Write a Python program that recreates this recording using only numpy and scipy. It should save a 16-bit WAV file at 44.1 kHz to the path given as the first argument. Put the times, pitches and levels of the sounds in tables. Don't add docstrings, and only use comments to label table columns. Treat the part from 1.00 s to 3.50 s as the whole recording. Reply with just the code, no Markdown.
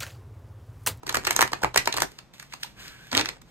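import sys
import numpy as np
from scipy import signal
from scipy.fft import rfft, irfft, next_fast_len
from scipy.io import wavfile
from scipy.ndimage import uniform_filter1d

SR = 44100
rng = np.random.default_rng(int(sys.argv[2]) if len(sys.argv) > 2 else 0)


def put_to_file(sound):
    columns = np.atleast_2d(sound).T
    safe = np.clip(columns, -1, 1)
    whole_steps = np.round(safe * 32767)
    wavfile.write(sys.argv[1], SR, whole_steps.astype(np.int16))


N = 110250
TIME_S = np.arange(N) / SR

# f/Hz, relative level/dB
FLOOR_COLOUR = [(20, -32.5), (48, -2.5), (85, -16), (135, 1.5), (200, -4.5), (400, -14), (800, -14),
                (2000, -24), (6000, -31.5), (15000, -54)]
# t/s, level/dB
HANDS_LEVEL = [(0, -59), (.18, -45), (.5, -55), (.8, -55), (1.02, -45.5), (1.15, -63.5), (1.6, -63),
               (1.78, -55), (2.05, -61), (2.21, -60), (2.33, -54), (2.47, -59.5)]
# f/Hz, relative level/dB
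CLOTH_COLOUR = [(25, -27), (45, 2.5), (90, -7), (127, 1), (170, -9.5), (260, -13.5), (500, -21.5),
                (1500, -55.5)]
CONTACT_BANDS_HZ = [250, 700, 1400, 2300, 5600, 15000]
# f/Hz, gain/dB
CONTACT_COLOUR = [(40, -17.5), (120, -7.5), (200, -9.5), (380, 5), (600, 6.5), (950, 15), (1400, 4),
                  (1900, -3), (2500, 1), (4500, 6.5), (7000, 0), (13000, -6), (16000, -13)]
# t/s, 5 x band level/dB
FLICK_HITS = [(0.0338, -41.5, -41, -52.5, -53, -51), (0.0683, -42.5, -39.5, -40, -34.5, -36.5),
              (0.0783, -39, -58, -36, -43, -40), (0.0944, -84, -29.5, -28, -25, -28.5),
              (0.1264, -57, -34, -66, -40, -35), (0.146, -30.5, -26.5, -18.5, -27, -25),
              (0.1545, -42.5, -26, -25, -30, -28), (0.1706, -26.5, -28, -26.5, -26, -26),
              (0.2509, -70, -36.5, -34.5, -28, -30.5), (0.2705, -30.5, -25.5, -24.5, -22.5, -24.5),
              (0.2758, -29.5, -31.5, -22, -27, -29), (0.3088, -32.5, -25, -20.5, -23.5, -19),
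              (0.3293, -45, -63, -53.5, -37, -34), (0.3492, -40, -39, -69.5, -49.5, -56),
              (0.3643, -34, -26.5, -26.5, -24.5, -21), (0.3922, -22.5, -18.5, -18.5, -26, -28),
              (0.4095, -39, -16.5, -22, -19.5, -17.5), (0.417, -31, -20.5, -16.5, -22, -19),
              (0.4261, -22.5, -14.5, -15, -22, -20), (0.4774, -57, -37, -36.5, -35.5, -40),
              (0.52, -37, -38, -51, -40, -42), (0.5331, -29, -24.5, -25, -26.5, -31.5),
              (0.621, -39, -33.5, -55, -45, -45), (0.631, -64, -36, -36, -36, -40),
              (0.6354, -22.5, -24, -20.5, -30.5, -30.5), (0.6462, -24, -16, -23.5, -28.5, -33.5),
              (0.7451, -35.5, -31.5, -38, -32, -36.5), (0.7609, -21, -19, -17.5, -23.5, -20.5),
              (0.7755, -27.5, -26.5, -21.5, -16.5, -16.5), (0.7785, -43, -28.5, -30, -18, -20.5),
              (0.8584, -45, -39, -47, -31, -34), (0.8752, -24, -18.5, -21, -22.5, -25.5),
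              (0.9268, -53, -65, -34.5, -24, -30.5), (0.9418, -33.5, -32, -33.5, -30, -34),
              (0.968, -49, -28, -51, -27.5, -30.5), (0.9741, -35, -35, -29.5, -29, -29),
              (0.9833, -29.5, -25, -28, -34, -35), (1.0044, -39, -38, -31, -30, -27.5),
              (1.0212, -24.5, -20.5, -23, -22.5, -19.5), (1.0322, -34, -33, -29.5, -39, -32)]
# t/s, level/dB
RUSTLE_LEVEL = [(0.059, -62), (0.096, -38), (.13, -44), (.22, -48.5), (0.279, -35.5), (.46, -50),
                (.51, -58), (.58, -48), (.72, -56), (.81, -47), (.9, -49), (.98, -38.5), (1.041, -51),
                (1.1, -67)]
# f/Hz, relative level/dB
PAPER_COLOUR = [(60, -11), (250, 0.5), (500, 4.5), (900, 5), (1800, 1.5), (4000, -5.5), (8000, -10),
                (13000, -22), (16000, -22.5)]
# t/s, f/Hz, level/dB, t60/s
SPRING_RINGS = [(.364, 6560, -3.5, 0.0042), (0.774, 1950, -9.5, 0.04)]
# t/s, level/dB
SLIDE_LEVEL = [(1.08, -57), (1.2, -61.5), (1.33, -76), (1.338, -47), (1.365, -58), (1.42, -53), (1.49, -63),
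               (1.53, -50), (1.595, -60), (1.61, -50.5), (1.67, -50), (1.7, -58), (1.755, -64),
               (1.8, -45.5), (1.87, -45.5), (1.96, -56), (2.11, -53), (2.4, -81), (2.5, -59.5)]
# f/Hz, relative level/dB
HISS_COLOUR = [(100, -24), (400, -4), (900, -4.5), (2000, 1), (4000, -0.5), (8500, -8.5), (13000, -10),
               (16000, -17)]
# t/s, 5 x band level/dB
HANDLING_HITS = [(1.1184, -49.5, -66, -55, -53, -50), (1.1888, -53.5, -46, -44.5, -38, -45),
                 (1.3988, -63, -51.5, -40.5, -40, -40.5), (1.4273, -64, -51, -43.5, -49.5, -45),
                 (1.5256, -69, -63, -40, -44, -54), (1.5377, -47.5, -36.5, -40.5, -35.5, -39),
                 (1.6332, -48.5, -48, -33, -27, -31.5), (1.6459, -61, -37.5, -50, -63, -44),
                 (1.8805, -61, -73, -47, -39.5, -45), (2.418, -75, -56, -54, -52.5, -51)]
# t/s, level/dB
ARCH_LEVEL = [(1.74, -76), (1.775, -54.5), (1.87, -52.5), (2.1, -58.5)]
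# f/Hz, bandwidth/Hz, relative level/dB
ARCH_RESONANCES = [(1620, 150, 0), (2280, 300, -6), (3050, 350, -6)]
# t/s, level/dB
FLUTTER_LEVEL = [(2.115, -60), (2.126, -28), (2.143, -35.5), (2.169, -29), (2.202, -28.5), (2.236, -46.5),
                 (2.331, -47), (2.39, -62.5)]
# t/s, 5 x band level/dB
SNAP_HITS = [(2.117, -76, -45, -39, -30.5, -38), (2.1298, -42, -34, -27, -27.5, -35),
             (2.1509, -29.5, -63, -21, -18.5, -29), (2.1705, -27, -27, -32, -22.5, -22.5),
             (2.1771, -30, -42, -23, -11.5, -26), (2.1962, -37, -51, -27.5, -21.5, -34),
             (2.2119, -32.5, -39, -27, -22.5, -30.5), (2.2492, -42, -46, -33, -45, -43),
             (2.2582, -45, -35.5, -29.5, -26, -32.5), (2.2895, -38.5, -35, -29, -26, -34)]
# t/s, f/Hz, level/dB
POCKET_TRACK = [(2.115, 252.4, -81), (2.13, 256, -29), (2.201, 290, -34), (2.25, 306, -41.5),
                (2.3, 317.5, -70)]
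# f/Hz, gain/dB, t60/s
LOW_RESONANCES = [(127, -60, .2), (398, -54, .08)]
# f/Hz, t60/s, level/dB, left-right correlation
ROOM_TAIL = [(60, 0.25, 7, 0.88), (137, 0.16, 6, 0.9), (348, 0.12, -1.5, 0.7), (940, 0.15, -9, -0.08),
             (2170, 0.16, -6, -0.44), (5030, 0.15, -10, 0.19), (13000, 0.16, -12.5, 0.43)]
# f/Hz, phase lead/rad
LEFT_LEAD = [(40, 0.3), (400, -1.47), (1000, -0.65), (1600, -0.8), (2400, -2), (5200, -2.5), (6600, -5.5),
             (8600, -6), (10500, -2), (12500, 1.5), (15000, 1)]
# f/Hz, gain/dB
MIC_COLOUR = [(8800, 0.5), (9700, 1.5), (10400, -14.5), (11300, -6.5), (12500, 1.5), (14300, -2),
              (15500, -17), (16400, -21.5)]


def from_db(db):
    return 10 ** (np.asarray(db) / 20)


def unit_rms(x):
    return x / np.sqrt(np.mean(x ** 2) + 1e-20)


def envelope(curve):
    t_s, db = np.transpose(curve)
    return from_db(np.interp(TIME_S, t_s, db, left=-120, right=-120))


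def at_hz(table, hz, column=1):
    rows = np.array(table)
    return np.interp(np.log(np.maximum(hz, 1)), np.log(rows[:, 0]), rows[:, column])


def coloured(x, colour):
    n = 2 * next_fast_len(x.shape[-1])
    gain = from_db(at_hz(colour, np.fft.rfftfreq(n, 1 / SR)))
    cepstrum = irfft(np.log(gain))
    cepstrum[1:n // 2] *= 2
    cepstrum[n // 2 + 1:] = 0
    return irfft(rfft(x, n) * np.exp(rfft(cepstrum)))[..., :x.shape[-1]]


def ring(x, hz, t60_s):
    radius, step_rad = from_db(-60 / (t60_s * SR)), 2 * np.pi * hz / SR
    feedback = [1, -2 * radius * np.cos(step_rad), radius ** 2]
    return signal.lfilter([0, np.sin(step_rad)], feedback, x + 1e-18)


def stereo_noise(correlation, size):
    mid, side = rng.standard_normal((2, size))
    return np.sqrt((1 + correlation) / 2) * mid + np.sqrt((1 - correlation) / 2) * side * [[1], [-1]]


def rumble(colour, correlation=0.66):
    return unit_rms(coloured(stereo_noise(correlation, N), colour))


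def hands():
    return envelope(HANDS_LEVEL) * rumble(CLOTH_COLOUR)


def shape_bands(hit, band_db, span_s=.0044):
    size = hit.shape[-1]
    hz = np.fft.rfftfreq(size, 1 / SR)
    power = np.sum(np.abs(rfft(hit)) ** 2, axis=0) / (size * span_s * SR)
    colour = []
    for lo, hi, target_db in zip(CONTACT_BANDS_HZ, CONTACT_BANDS_HZ[1:], band_db):
        present_db = 10 * np.log10(power[(hz >= lo) & (hz < hi)].sum())
        colour.append((np.sqrt(lo * hi), target_db - present_db))
    return coloured(hit, colour)


def contacts(hits, gain_db=0, bounce_share=.33):
    size, lead = 2048, 256
    firm_db, firm_rise_s, firm_fall_s = -15, .00097, .001
    scrape_share, scrape_hz, bounce_fall_s = .7, 1760, .003
    t_s = (np.arange(size) - lead) / SR
    firm_tau_s = np.where(t_s < 0, firm_rise_s, firm_fall_s)
    bounce_decay = (t_s > 0) * np.exp(-np.abs(t_s) / bounce_fall_s)
    highpass = signal.butter(1, scrape_hz, "high", fs=SR)
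    out = np.zeros((2, N + size))
    for at_s, *band_db in hits:
        firmness = min(from_db(max(band_db[:-1]) - firm_db), 1)
        tau_s = firm_tau_s * (2 - firmness)
        swell = np.exp(-np.abs(t_s) / tau_s)
        scrape = signal.lfilter(*highpass, swell * rng.standard_normal(size))
        hit = scrape_share * scrape / np.linalg.norm(scrape)
        hit[lead] += 0.67 * firmness
        bounce = bounce_decay * rng.standard_normal((2, size)) / np.linalg.norm(bounce_decay)
        hit = coloured(microphones(hit) + bounce_share * bounce, CONTACT_COLOUR)
        for _ in range(2):
            hit = shape_bands(hit, band_db)
        start = max(int(at_s * SR) - lead, 0)
        out[:, start:start + size] += hit
    return from_db(gain_db) * out[:, :N]


def riffle(paths=4):
    return sum(in_room(contacts(FLICK_HITS[k::paths])) for k in range(paths))


def low_resonances(cards):
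    drive = cards.mean(axis=0)
    return sum(from_db(db) * ring(drive, hz, t60_s) for hz, db, t60_s in LOW_RESONANCES)


def rustle(curve, clicks_per_s, spread_db=4):
    sizes = from_db(spread_db * np.minimum(rng.exponential(1, N), 3))
    signs = rng.choice([-1, 1], N)
    clicks = sizes * signs * (rng.random(N) < clicks_per_s / SR)
    grains = unit_rms(clicks) + 0.53 * rng.standard_normal(N)
    return envelope(curve) * unit_rms(coloured(grains, PAPER_COLOUR))


def card_rings():
    return sum(from_db(db) * ring(signal.unit_impulse(N, int(at_s * SR)), hz, t60_s)
               for at_s, hz, db, t60_s in SPRING_RINGS)


def sliding(catches_per_s=120, catch_db=17.5):
    catches = (rng.random(N) < catches_per_s / SR) * rng.standard_normal(N)
    friction = rng.standard_normal(N) + from_db(catch_db) * catches
    return envelope(SLIDE_LEVEL) * unit_rms(coloured(friction, HISS_COLOUR))


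def arch():
    hollow = 0
    for hz, width_hz, db in ARCH_RESONANCES:
        t60_s = np.log(1000) / (np.pi * width_hz)
        hollow += from_db(db) * unit_rms(ring(rng.standard_normal(N), hz, t60_s))
    return envelope(ARCH_LEVEL) * hollow


def air_pocket(waver_rms_hz=17):
    t_s, hz, db = np.transpose(POCKET_TRACK)
    waver = unit_rms(uniform_filter1d(rng.standard_normal(N), size=300))
    pitch_hz = np.interp(TIME_S, t_s, hz) + waver_rms_hz * waver
    return envelope(np.c_[t_s, db]) * np.sin(2 * np.pi * np.cumsum(pitch_hz) / SR)


def microphones(x, left_db=-1.34):
    n = x.shape[-1]
    lead_rad = at_hz(LEFT_LEAD, np.fft.rfftfreq(n, 1 / SR))
    left = from_db(left_db) * irfft(rfft(x) * np.exp(1j * lead_rad), n)
    return np.array([left, x])


def in_room(x, onset_s=.004):
    size = SR // 2
    t_s, hz = np.arange(size) / SR, np.fft.rfftfreq(size, 1 / SR)
    edges_hz = np.r_[0, np.geomspace(90, 16000, 13), SR]
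    response = 0
    for lo, hi in zip(edges_hz, edges_hz[1:]):
        centre_hz, in_band = (lo + hi) / 2, (hz >= lo) & (hz < hi)
        t60_s, db, correlation = (at_hz(ROOM_TAIL, centre_hz, column) for column in (1, 2, 3))
        shape = from_db(-60 * t_s / t60_s) * (1 - np.exp(-t_s / onset_s))
        tail = irfft(rfft(stereo_noise(correlation, size)) * in_band, size) * shape
        response += from_db(db) * unit_rms(tail) * np.sqrt(in_band.mean() / size)
    return x + signal.fftconvolve(x, response, axes=1)[:, :N]


def scene():
    thumb_rustle = rustle(RUSTLE_LEVEL, clicks_per_s=240)
    flutter = rustle(FLUTTER_LEVEL, clicks_per_s=450)
    paper = thumb_rustle + card_rings() + sliding() + arch() + flutter
    handling = contacts(HANDLING_HITS, gain_db=-0.5, bounce_share=.36)
    snaps = contacts(SNAP_HITS, gain_db=-1)
    cards = riffle() + in_room(handling + snaps) + in_room(microphones(paper))
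    cloth = hands()
    room_noise = from_db(-57.5) * rumble(FLOOR_COLOUR)
    return room_noise + cloth + cards + low_resonances(cards) + air_pocket()


def record(dry, low_cut_hz=13, high_cut_hz=16900, clip_level=.9):
    low_cut = signal.butter(3, low_cut_hz, "high", fs=SR, output="sos")
    high_cut = signal.cheby2(16, 85, high_cut_hz, fs=SR, output="sos")
    x = signal.sosfilt(low_cut, coloured(dry, MIC_COLOUR))
    rounded = x / (1 + (x / clip_level) ** 4) ** .25
    return signal.sosfilt(high_cut, rounded)


dry = scene()
out = record(dry)
put_to_file(out)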